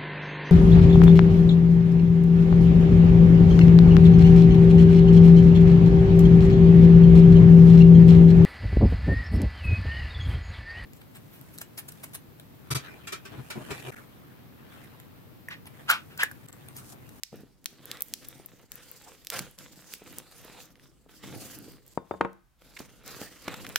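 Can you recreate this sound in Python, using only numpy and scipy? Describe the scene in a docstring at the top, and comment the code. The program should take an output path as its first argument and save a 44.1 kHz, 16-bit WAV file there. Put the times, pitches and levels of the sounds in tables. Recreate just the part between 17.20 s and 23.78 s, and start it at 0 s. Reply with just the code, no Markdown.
"""On a table in a quiet, dry room, a knife works under the packing tape of a small cardboard box, close by.
The taut film snaps (clicks with short noise tails) and rips (bands of noise) while blade and fingers rub the
cardboard (coloured, grainy noise). The box bumps softly; the knife is laid down with a few knocks (pressure
pulses that set modes ringing). Two hands pull at the taped lid until it cracks loose. Room echo and a low
room tone lie underneath."""
import sys
import numpy as np
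from scipy import signal
from scipy.fft import rfft, irfft, next_fast_len
from scipy.io import wavfile
from scipy.ndimage import uniform_filter1d, map_coordinates

SR = 44100
rng = np.random.default_rng(int(sys.argv[2]) if len(sys.argv) > 2 else 0)


def master_out(mix):
    """Clip the mix to full scale and print it as 16-bit PCM to the path in sys.argv[1]."""
    frames = np.transpose(np.atleast_2d(mix))
    ceiling = np.clip(frames, -1, 1)
    pcm = np.round(ceiling * 32767).astype(np.int16)
    wavfile.write(sys.argv[1], SR, pcm)


N = 290159  # length in samples

# snaps of the tape: (time [s], spectral level [dB], brightest frequency [Hz],
#   fall on both sides of it [dB per octave], left minus right in the treble [dB])
TAPE_SNAPS = [(0.0345, 4, 5130, 11, 28.5), (0.4434, -26, 13000, 2, -2), (0.4587, 3.5, 4400, 6.5, 15),
              (0.6562, -12.5, 12000, 13, -1), (0.7149, -1.5, 3850, 7, 5), (0.7718, -14, 3270, 8, 2),
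              (0.8071, -7.5, 12000, 4.5, 5.5), (0.8214, 3, 14100, 9, -4), (0.938, 1.5, 6030, 6.5, 0),
              (1.086, -7.5, 13800, 12, 7), (1.2607, -9, 13400, 15.5, 7), (1.519, -11.5, 9850, 2, 9.5),
              (1.556, -13, 14000, 19, 9), (1.7145, -12, 14000, 21, 6), (2.0486, -23.5, 10000, 1, 3),
              (2.0705, -6, 5160, 7, -1), (2.1021, -1.5, 5300, 4.5, -3), (2.1663, -1, 1500, 22, -2),
              (2.3877, -11, 5500, 11, 19), (2.738, -7.5, 2000, 2, -2), (2.9849, -2, 8800, 15, 1),
              (3.5563, -21, 1720, 9, 2), (3.5971, -22.5, 1680, 8.5, 5), (5.1314, -34.5, 7960, 6, -8),
              (5.6008, -14.5, 1700, 6, 4), (5.8785, -11.5, 6500, 8, 1), (6.016, -11.5, 1700, 3, -11),
              (6.3423, -8, 1680, 4, 6), (6.4667, -6, 1684, 6, 13), (6.491, -11, 10000, 13, 7),
              (6.5591, 13, 1680, 3.1, 8)]
# colour that all snaps share: (frequency [Hz], level [dB])
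FILM_COLOUR = [(120, 0.5), (400, 1.5), (850, -18.5), (1700, 1), (4200, -0.5), (8200, -2.5), (10500, -2.5),
               (13500, 5), (15800, 0)]
SNAP_MID_PAN_DB, SNAP_FLIP_HZ = -2, 6000
SNAP_COUNTER_PAN = 0.28  # the mids swing right by this share of the treble's swing to the left


def cracks(quiver_db=-6, quiver_t60=0.014, lid_db=-22, lid_t60=0.046,
           rustle_db=-24, rustle_t60=.3, flip_pan_db=5.0):
    """The taut film lets go in one step, quivers for some milliseconds, shakes the lid and rustles as it relaxes."""
    out, t = np.zeros((2, N)), np.arange(8192) / SR
    hz = np.geomspace(120, 15800, 40)
    film_hz, film_points_db = np.transpose(FILM_COLOUR)
    film_db = np.interp(np.log(hz), np.log(film_hz), film_points_db)
    for s, db, peak_hz, fall_db, top_pan_db in TAPE_SNAPS:
        quiver = unit(pair(0.26, size=len(t)) * fade(t, quiver_t60))
        lid = unit(pair(.3, size=len(t)) * fade(t, lid_t60))
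        rustle = unit(pair(.2, size=len(t)) * fade(t, rustle_t60))
        tails = undb(quiver_db) * quiver + undb(lid_db) * lid + undb(rustle_db) * rustle
        step = (t == 0) + tails / np.sqrt(len(t))
        shape_db = db + film_db - fall_db * np.abs(np.log2(hz / peak_hz))
        # the small sheet beams its mids and its treble in different directions
        mid_pan_db = SNAP_MID_PAN_DB - SNAP_COUNTER_PAN * top_pan_db
        beam = sides(np.interp(hz, [1200, 4200, 7500, 12000], [0, mid_pan_db, 0, top_pan_db]))
        beam = beam / np.sqrt(np.mean(beam ** 2, axis=0))
        left, right = (colour(x, np.column_stack([hz, shape_db + 20 * np.log10(gain)]))
                       for x, gain in zip(step, beam))
        # a sheet that faces left shows its back to the right microphone: there the treble is inverted
        if top_pan_db > flip_pan_db:
            right = right - 2 * treble(right, SNAP_FLIP_HZ)
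        add(out, s, np.array([left, right]))
    return out


# short rips and rasps of the tape: (time [s], length [s], level [dB], centre [Hz], width [Hz])
TAPE_RIPS = [(1.042, 0.016, -47.5, 4000, 9100), (1.857, .046, -52, 860, 200),
             (2.1903, 0.0047, -25.5, 3180, 7900), (3.331, 0.086, -55, 790, 180),
             (3.4, 0.0085, -47.5, 2880, 1990), (5.564, 0.015, -41, 2220, 800),
             (5.587, 0.012, -43.5, 3040, 6000), (6.2786, 0.0074, -29, 1310, 1020),
             (6.339, .008, -38, 1590, 1300), (6.445, 0.0089, -39, 1700, 1190),
             (6.4976, 0.0029, -39, 890, 1100), (6.5581, 0.0012, -21, 1600, 500)]


def tears(after_db=-18, after_t60=0.021):
    """Threads of glue part, or film rasps over the card: a swell of band noise with a fading tail."""
    out, t = np.zeros((2, N)), np.arange(4096) / SR
    for s, length, db, hz, width_hz in TAPE_RIPS:
        b, a = signal.iirpeak(hz, hz / min(width_hz, SR / 4), fs=SR)
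        threads = unit(signal.lfilter(b, a, pair(0.68, size=len(t))))
        swell = np.sin(np.pi * np.minimum(t / length, 1)) + undb(after_db) * fade(t, after_t60)
        add(out, s, undb(db) * threads * swell * sides(-1.5))
    return out


# colours of the rubbing, all three relative: (frequency [Hz], level [dB])
BOX_RUMBLE = [(41, -51.5), (70, -12), (125, 1.5), (166, -2), (204, -0.5), (247, -3.5), (284, -2),
              (326, -1.5), (359, -5.5), (527, -10), (575, -12), (900, -18), (1170, -61.5), (1980, -120)]
CARD_SCRAPE = [(290, -25.5), (500, -0.5), (570, -7.5), (644, -9), (969, -9), (1250, -7.5), (1400, -7),
               (1990, -8.5), (2290, -10), (4000, -12), (5200, -36), (8800, -120)]
TAPE_HISS = [(1650, -33), (2800, -5), (3920, -8.5), (4340, -2), (4730, 0), (5240, -2), (5680, -2.5),
             (7280, -2), (9740, -5.5), (15100, -5.5), (16000, -16.5)]
HISS_PAN_DB = -1.4


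def strokes(body_db=1.57, card_gain_db=1, tape_gain_db=0.07):
    """Blade and fingers drag over cardboard and tape; the box slides on the table."""
    rumble = friction(BOX_RUMBLE, likeness=0.48, grain_rate=70, grain_db=-5.0,
                      grain_spread_db=4.5, slip_db=-0.5, slip_rate=16)
    scrape = friction(CARD_SCRAPE, likeness=0.9, grain_rate=150, grain_db=-4,
                      grain_spread_db=4.5, slip_db=2.0, slip_rate=72)
    hiss = friction(TAPE_HISS, likeness=0.14, grain_rate=49, grain_db=-18.5,
                    grain_spread_db=4.5, slip_db=2.5, slip_rate=75)
    box, card, tape = rubbing()
    rubbed = rocking(rumble) * box * undb(body_db)
    rubbed = rubbed + scrape * card * undb(card_gain_db) * sides(-1.6)
    rubbed = rubbed + hiss * tape * undb(tape_gain_db) * sides(HISS_PAN_DB)
    return wander(rubbed, depth_db=2.2) + crinkle(tape)


# rubs of blade or hand, levels before the gains in strokes: (time [s], length [s], swell [s],
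#   box rumble level [dB], cardboard scrape level [dB], tape hiss level [dB])
HAND_RUBS = [(0.118, 0.087, 0.0075, -53, -62, -65), (0.257, 0.23, .01, -64, -80, -77.5),
             (0.45, 0.19, .08, -60, -65, -67.5), (0.59, .16, 0.14, -53, -50, -54.5),
             (0.842, 0.19, 0.041, -58.5, -69.5, -58.5), (1.004, .17, 0.024, -56, -59, -58.5),
             (1.186, 0.25, .01, -61, -64.5, -65.5), (1.496, 0.43, 0.03, -62, -61, -58),
             (1.952, 0.2, 0.027, -65, -68, -63.5), (2.104, 0.042, .035, -46, -39.5, -37),
             (2.17, 0.013, 0.017, -44.5, -49.5, -42), (2.377, 0.074, 0.0048, -57, -55.5, -52),
             (2.506, 0.16, 0.014, -61, -62.5, -60), (2.658, 0.093, 0.031, -65, -59.5, -51.5),
             (2.782, 0.22, 0.096, -54.5, -56.5, -54.5), (2.995, 0.44, 0.19, -59, -56.5, -56),
             (3.45, 0.48, 0.015, -65.5, -80, -74.5), (3.593, 0.022, 0.048, -57.5, -62, -57.5),
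             (3.883, 0.22, 0.012, -62.5, -64.5, -60.5), (4.026, .04, 0.013, -47.5, -51, -53.5),
             (4.062, 0.089, 0.083, -39.5, -52.5, -52), (4.17, 0.17, 0.033, -56, -54.5, -48.5),
             (4.333, .2, 0.011, -52, -61, -57.5), (4.598, 0.14, .08, -62, -71, -63),
             (4.823, 0.2, 0.044, -100, -72, -72.5), (5.379, 0.21, 0.076, -63.5, -64, -62.5),
             (5.584, 0.04, 0.015, -52.5, -57.5, -52), (5.67, 0.38, 0.015, -60, -64, -66),
             (5.833, .2, 0.042, -53, -50.5, -48), (6.094, 0.35, 0.027, -59.5, -58.5, -55.5),
             (6.235, 0.091, 0.075, -46.5, -43.5, -52.5), (6.362, .16, 0.035, -50.5, -54, -55)]
# time to fall by 60 dB after a rub; the box rumbles on longest: (box [s], cardboard [s], tape [s])
RELEASE_T60 = (.42, 0.38, 0.33)


def rubbing():
    """Strength of rumble, scrape and hiss: a rub swells, holds while the hand moves, then dies away."""
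    t, power = np.arange(0, N, 32) / SR, 1e-12
    for s, length, swell, *db in HAND_RUBS:
        release = fade(np.maximum(t - s - length, 0), np.array(RELEASE_T60)[:, None])
        power = power + (undb(db)[:, None] * np.clip((t - s) / swell, 0, 1) * release) ** 2
    return [np.interp(np.arange(N) / SR, t, np.sqrt(p)) for p in power]


def friction(points, likeness, grain_rate, grain_db, grain_spread_db, slip_db, slip_rate):
    """Countless tiny slips with some coarser catches, in uneven spurts, coloured by what they shake."""
    chance, size = rng.random(N), np.minimum(rng.exponential(1, N), 4)
    catches = (chance < grain_rate / SR) * undb(grain_spread_db * size) * rng.choice([-1, 1], N)
    grains = undb(grain_db) * unit(catches) * sides(3 * rng.standard_normal(N))
    drive = pair(likeness, size=N) + grains
    return unit(colour(drive * undb(slip_db * walk(slip_rate)), points))


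def wander(x, depth_db):
    """As the touching spot moves, the sheet's resonances come and go."""
    spectra = signal.stft(x, nperseg=512)[2]
    octave = np.log2(np.arange(spectra.shape[1]) + 2)
    moment = np.arange(spectra.shape[2]) * 256 / SR
    # about four resonances an octave, renewed twelve times a second
    place = np.meshgrid(4 * octave, 12 * moment, indexing="ij")
    field = map_coordinates(rng.standard_normal((40, 100)), place, order=3, mode="nearest")
    return signal.istft(spectra * undb(depth_db * field), nperseg=512)[1][:, :N]


def crinkle(tape, tick_rate=14, tick_db=-9, most_db=-54):
    """Creases in the film tick now and then, louder the harder the tape is worked, up to a limit."""
    out = 0
    for hz, width_hz, db in [(2370, 1600, -2), (5500, 5700, -6), (13000, 3000, 7)]:
        ticks = (rng.random(N) < tick_rate / SR) * undb(4 * np.minimum(rng.exponential(1, N), 3))
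        ticks = ticks * sides(4 * rng.standard_normal(N))  # each crease faces its own way
        b, a = signal.iirpeak(hz, hz / width_hz, fs=SR)
        out = out + undb(db) * signal.lfilter(b, a, ticks)
    return unit(out) * np.minimum(tape, undb(most_db)) * undb(tick_db)


# the knife meets the table: (time [s], level [dB], contact frequency [Hz], relative table ring [dB],
#   relative blade ring [dB], left minus right [dB])
KNIFE_TAPS = [(4.7755, -18, 572, 0.5, -4.5, 13), (4.9107, -19, 610, 3, 1.5, 8.5),
              (4.9212, -34, 560, -9, 6, 11), (4.9393, -32.5, 500, 10.5, -13.5, -12),
              (4.949, -39.5, 498, 6.5, -6, 16.5), (5.0071, -32, 466, 13.5, -6, 6.5),
              (5.0105, -8.5, 860, 2, -18, 6.5), (5.014, -21, 1226, -10, -1, -4.5),
              (5.0487, -24, 710, 13.5, -13, 16), (5.0495, -45, 1100, -4, -8.5, -2)]
# ringing of the table top: (frequency [Hz], relative level [dB], time to fall by 60 dB [s])
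TABLE_MODES = [(189, -9.5, 0.36), (347.6, -2, 0.14), (461.3, -2.5, 0.17), (553.5, -5.5, 0.15),
               (600, -24, 0.3), (711, -16, 0.19), (824, -15, 0.14), (900, -8, 0.18), (936, 4, 0.074),
               (1065, -6.5, 0.22), (1290, -5.5, 0.066), (1274, -17.5, 0.24), (1400, -25.5, 0.24),
               (1454, -8.5, 0.14), (1530, -26, 0.6), (2080, -24.5, 0.15), (2000, -25.5, 0.27),
               (2400, -19, 0.16), (2620, -24.5, 0.39), (3020, -39, 0.16)]
# ringing of the steel blade: (frequency [Hz], relative level [dB], time to fall by 60 dB [s])
BLADE_MODES = [(3602, 0, .23), (4771, -5.5, .17)]
# the hard tick of steel on the table, for a contact of TICK_CONTACT_HZ: (frequency [Hz], level [dB])
TICK_COLOUR = [(300, -23.5), (2200, 10), (4000, -10), (8000, -13.5), (16000, -29.5)]
TICK_CONTACT_HZ = 860


def knife(top_db=-14.0, echo_db=-13.0, echo_t60=0.031, hardness=2.09):
    """Handle and blade land and rock on the table top; a briefer contact ticks harder, up to a limit."""
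    out, t = np.zeros((2, N)), np.arange(SR // 2) / SR
    tick = colour(1. * (t == 0), TICK_COLOUR)
    echo_colour = [(30, -49.0), (80, -1.0), (250, 3), (1800, -1.5), (4000, -3), (16000, -21)]
    for s, db, hz, ring_db, steel_db, pan_db in KNIFE_TAPS:
        # close reflections off box and table follow the first push
        echoes = unit(struck(pair(0.66, size=len(t)), t, hardness * hz)) * fade(t, echo_t60)
        echoes = undb(echo_db) * colour(echoes, echo_colour)
        table = undb(top_db) * struck(ring(TABLE_MODES, t, spread=0.9), t, hardness * hz)
        blade = undb(steel_db - 40) * ring(BLADE_MODES, t, spread=.65)
        contact = push(t, hz) + tick * min(hz / TICK_CONTACT_HZ, 1) ** 2
        answer = undb(ring_db) * (table + echoes) * sides(1.1)
        add(out, s, undb(db) * (contact * sides(pan_db) + answer + blade))
    return out


# soft bumps of the box against hand and table: (time [s], level [dB], contact frequency [Hz])
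BOX_BUMPS = [(0.1282, -32, 370), (0.141, -31, 327), (0.234, -36, 244), (1.198, -34.5, 405),
             (2.819, -35.5, 374), (2.982, -34, 633), (3.25, -39, 290), (3.862, -42.5, 414),
             (4.04, -32, 580), (4.138, -31.5, 239), (4.481, -32.5, 280), (5.419, -46.5, 390),
             (5.603, -27, 594), (6.015, -25, 360), (6.28, -21.5, 444)]
# ringing of the hollow box: (frequency [Hz], relative level [dB], time to fall by 60 dB [s])
BOX_MODES = [(139, -10.5, 0.045), (213, 6, 0.027), (280, -13, 0.27), (347.3, -2.5, 0.068), (440, 2, 0.064),
             (535, -8, 0.026), (808, -17, 0.09), (1300, 10, 0.0203)]


def thuds(boom_db=-2, press_db=-3):
    """The box thuds softly and its hollow body booms for a moment."""
    out, t = np.zeros((2, N)), np.arange(SR // 4) / SR
    for s, db, hz in BOX_BUMPS:
        boom = struck(ring(BOX_MODES, t, spread=0.59), t, 2 * hz)
        add(out, s, undb(db) * (undb(press_db) * push(t, hz) + undb(boom_db) * boom))
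    return out


def rocking(x):
    """The box rocks sideways: its bass pushes at one microphone while it pulls at the other."""
    mid = colour((x[0] + x[1]) / 2, [(70, -3.5), (130, -2), (250, -0.5), (2000, -4.5)])
    side = colour((x[0] - x[1]) / 2, [(70, 3), (130, 9), (250, -4.5), (500, -1.5), (2000, -4.5)])
    return np.array([mid + side, mid - side])


def room(x, wet_db=-18.0, t60=0.39):
    """A small furnished room answers faintly, as a fading tail of noise."""
    t = np.arange(SR // 2) / SR
    tail = pair(0.29, size=len(t)) * fade(t, t60) * (t > .005)
    tail = colour(tail, [(100, 7.5), (500, -1.5), (5000, 3.5), (9000, 0.0), (16000, -3)])
    return signal.fftconvolve(x, undb(wet_db) * unit(tail) / np.sqrt(len(t)), axes=1)[:, :N]


# colour of the room tone: (frequency [Hz], relative level [dB])
ROOM_COLOUR = [(20, -2.5), (45, -3), (75, -9), (125, 2), (200, -3.5), (400, -16.5), (1000, -13),
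               (3000, -20.5), (8000, -24.5), (16000, -25.5)]
ROOM_TONE_DB = -71


def air(drone_db=-70, sway_db=2):
    """Steady room tone with a slowly wavering bass."""
    tone = unit(colour(pair(0.45, size=N), ROOM_COLOUR))
    bass_colour = [(20, -16), (35, 0), (46, 10), (72, -0.5), (135, -26.5), (300, -46.5), (2000, -95)]
    bass = unit(colour(pair(0.6, size=N), bass_colour))
    return undb(ROOM_TONE_DB) * tone + undb(drone_db + sway_db * walk(1.3)) * bass


def push(t, hz):
    """Pressure of one brief contact: a dip, then a crest of about 1."""
    u = 2 * np.pi * hz * t - np.pi
    return -np.gradient(np.exp((1 - u ** 2) / 2) * (1 - np.exp(-u - np.pi)), u)


def struck(rings, t, hz):
    """The ringing that a brief force leaves; a softer contact (lower hz) stirs the high modes less."""
    force = np.exp(-(2 * np.pi * hz * t - np.pi) ** 2 / 2)
    return signal.fftconvolve(rings, force[None] / force.sum(), axes=1)[:, :len(t)]


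def ring(modes, t, spread):
    """Decaying modes; each reaches the two microphones with a phase of its own."""
    out = 0
    for hz, db, t60 in modes:
        phase = rng.uniform(0, 2 * np.pi) + spread * rng.standard_normal((2, 1))
        out = out + undb(db) * fade(t, t60) * np.sin(2 * np.pi * hz * t + phase)
    return out / np.sqrt(np.sum(undb(np.array(modes)[:, 1]) ** 2))


def fade(t, t60):
    """Exponential decay, 60 dB in t60 seconds."""
    return np.exp(-np.log(1000) * t / t60)


def pair(likeness, size):
    """Left and right noise that are partly alike."""
    mid, side = rng.standard_normal((2, size))
    c = np.clip(likeness, 0, 1)
    return np.sqrt((1 + c) / 2) * mid + np.sqrt((1 - c) / 2) * np.array([side, -side])


def walk(rate):
    """Gliding random motion of rms 1, with about rate new values a second."""
    k = max(int(SR / rate), 1)
    held = np.repeat(rng.standard_normal(N // k + 1), k)
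    return unit(uniform_filter1d(held, k)[:N])


def response(points, size):
    """Causal frequency response through (frequency [Hz], level [dB]) points."""
    hz, db = np.transpose(points)
    bins = np.maximum(np.fft.rfftfreq(size, 1 / SR), 1)
    cepstrum = irfft(np.log(undb(np.interp(np.log(bins), np.log(hz), db))), size)
    # folding the cepstrum onto its first half gives minimum phase: no sound before its cause
    cepstrum[1:size // 2] *= 2
    cepstrum[size // 2 + 1:] = 0
    return np.exp(rfft(cepstrum))


def colour(x, points):
    """Filter with a spectrum of (frequency [Hz], level [dB]) points."""
    size = 2 * next_fast_len(x.shape[-1] // 2 + 2048, real=True)
    return irfft(rfft(x, size) * response(points, size), size)[..., :x.shape[-1]]


def treble(x, hz):
    """The part above hz, not delayed."""
    return irfft(rfft(x, 2 * len(x)) * (np.fft.rfftfreq(2 * len(x), 1 / SR) > hz))[:len(x)]


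def undb(db):
    """Decibels to gain."""
    return 10 ** (np.asarray(db) / 20)


def unit(x):
    """Scale to rms 1."""
    return x / np.sqrt(np.mean(x ** 2))


def sides(pan_db):
    """Left and right gains for a level difference, left minus right."""
    return undb(np.array([[.5], [-.5]]) * pan_db)


def add(out, s, sound):
    """Mix a stereo sound in at a time in seconds."""
    i = max(int(s * SR), 0)
    out[:, i:i + sound.shape[1]] += sound[:, :N - i]


def scene():
    """Tape, box and knife in the room."""
    close = cracks() + tears() + knife() + rocking(thuds()) + strokes()
    return close + room(close) + air()


TOP_HZ = 16100


def record(dry):
    """The recorder clips at full scale, then cuts everything above TOP_HZ."""
    lowpass = signal.ellip(10, .2, 70, TOP_HZ, fs=SR, output="sos")
    return signal.sosfilt(lowpass, np.clip(dry, -1, 1))


dry = scene()
out = record(dry)
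master_out(out)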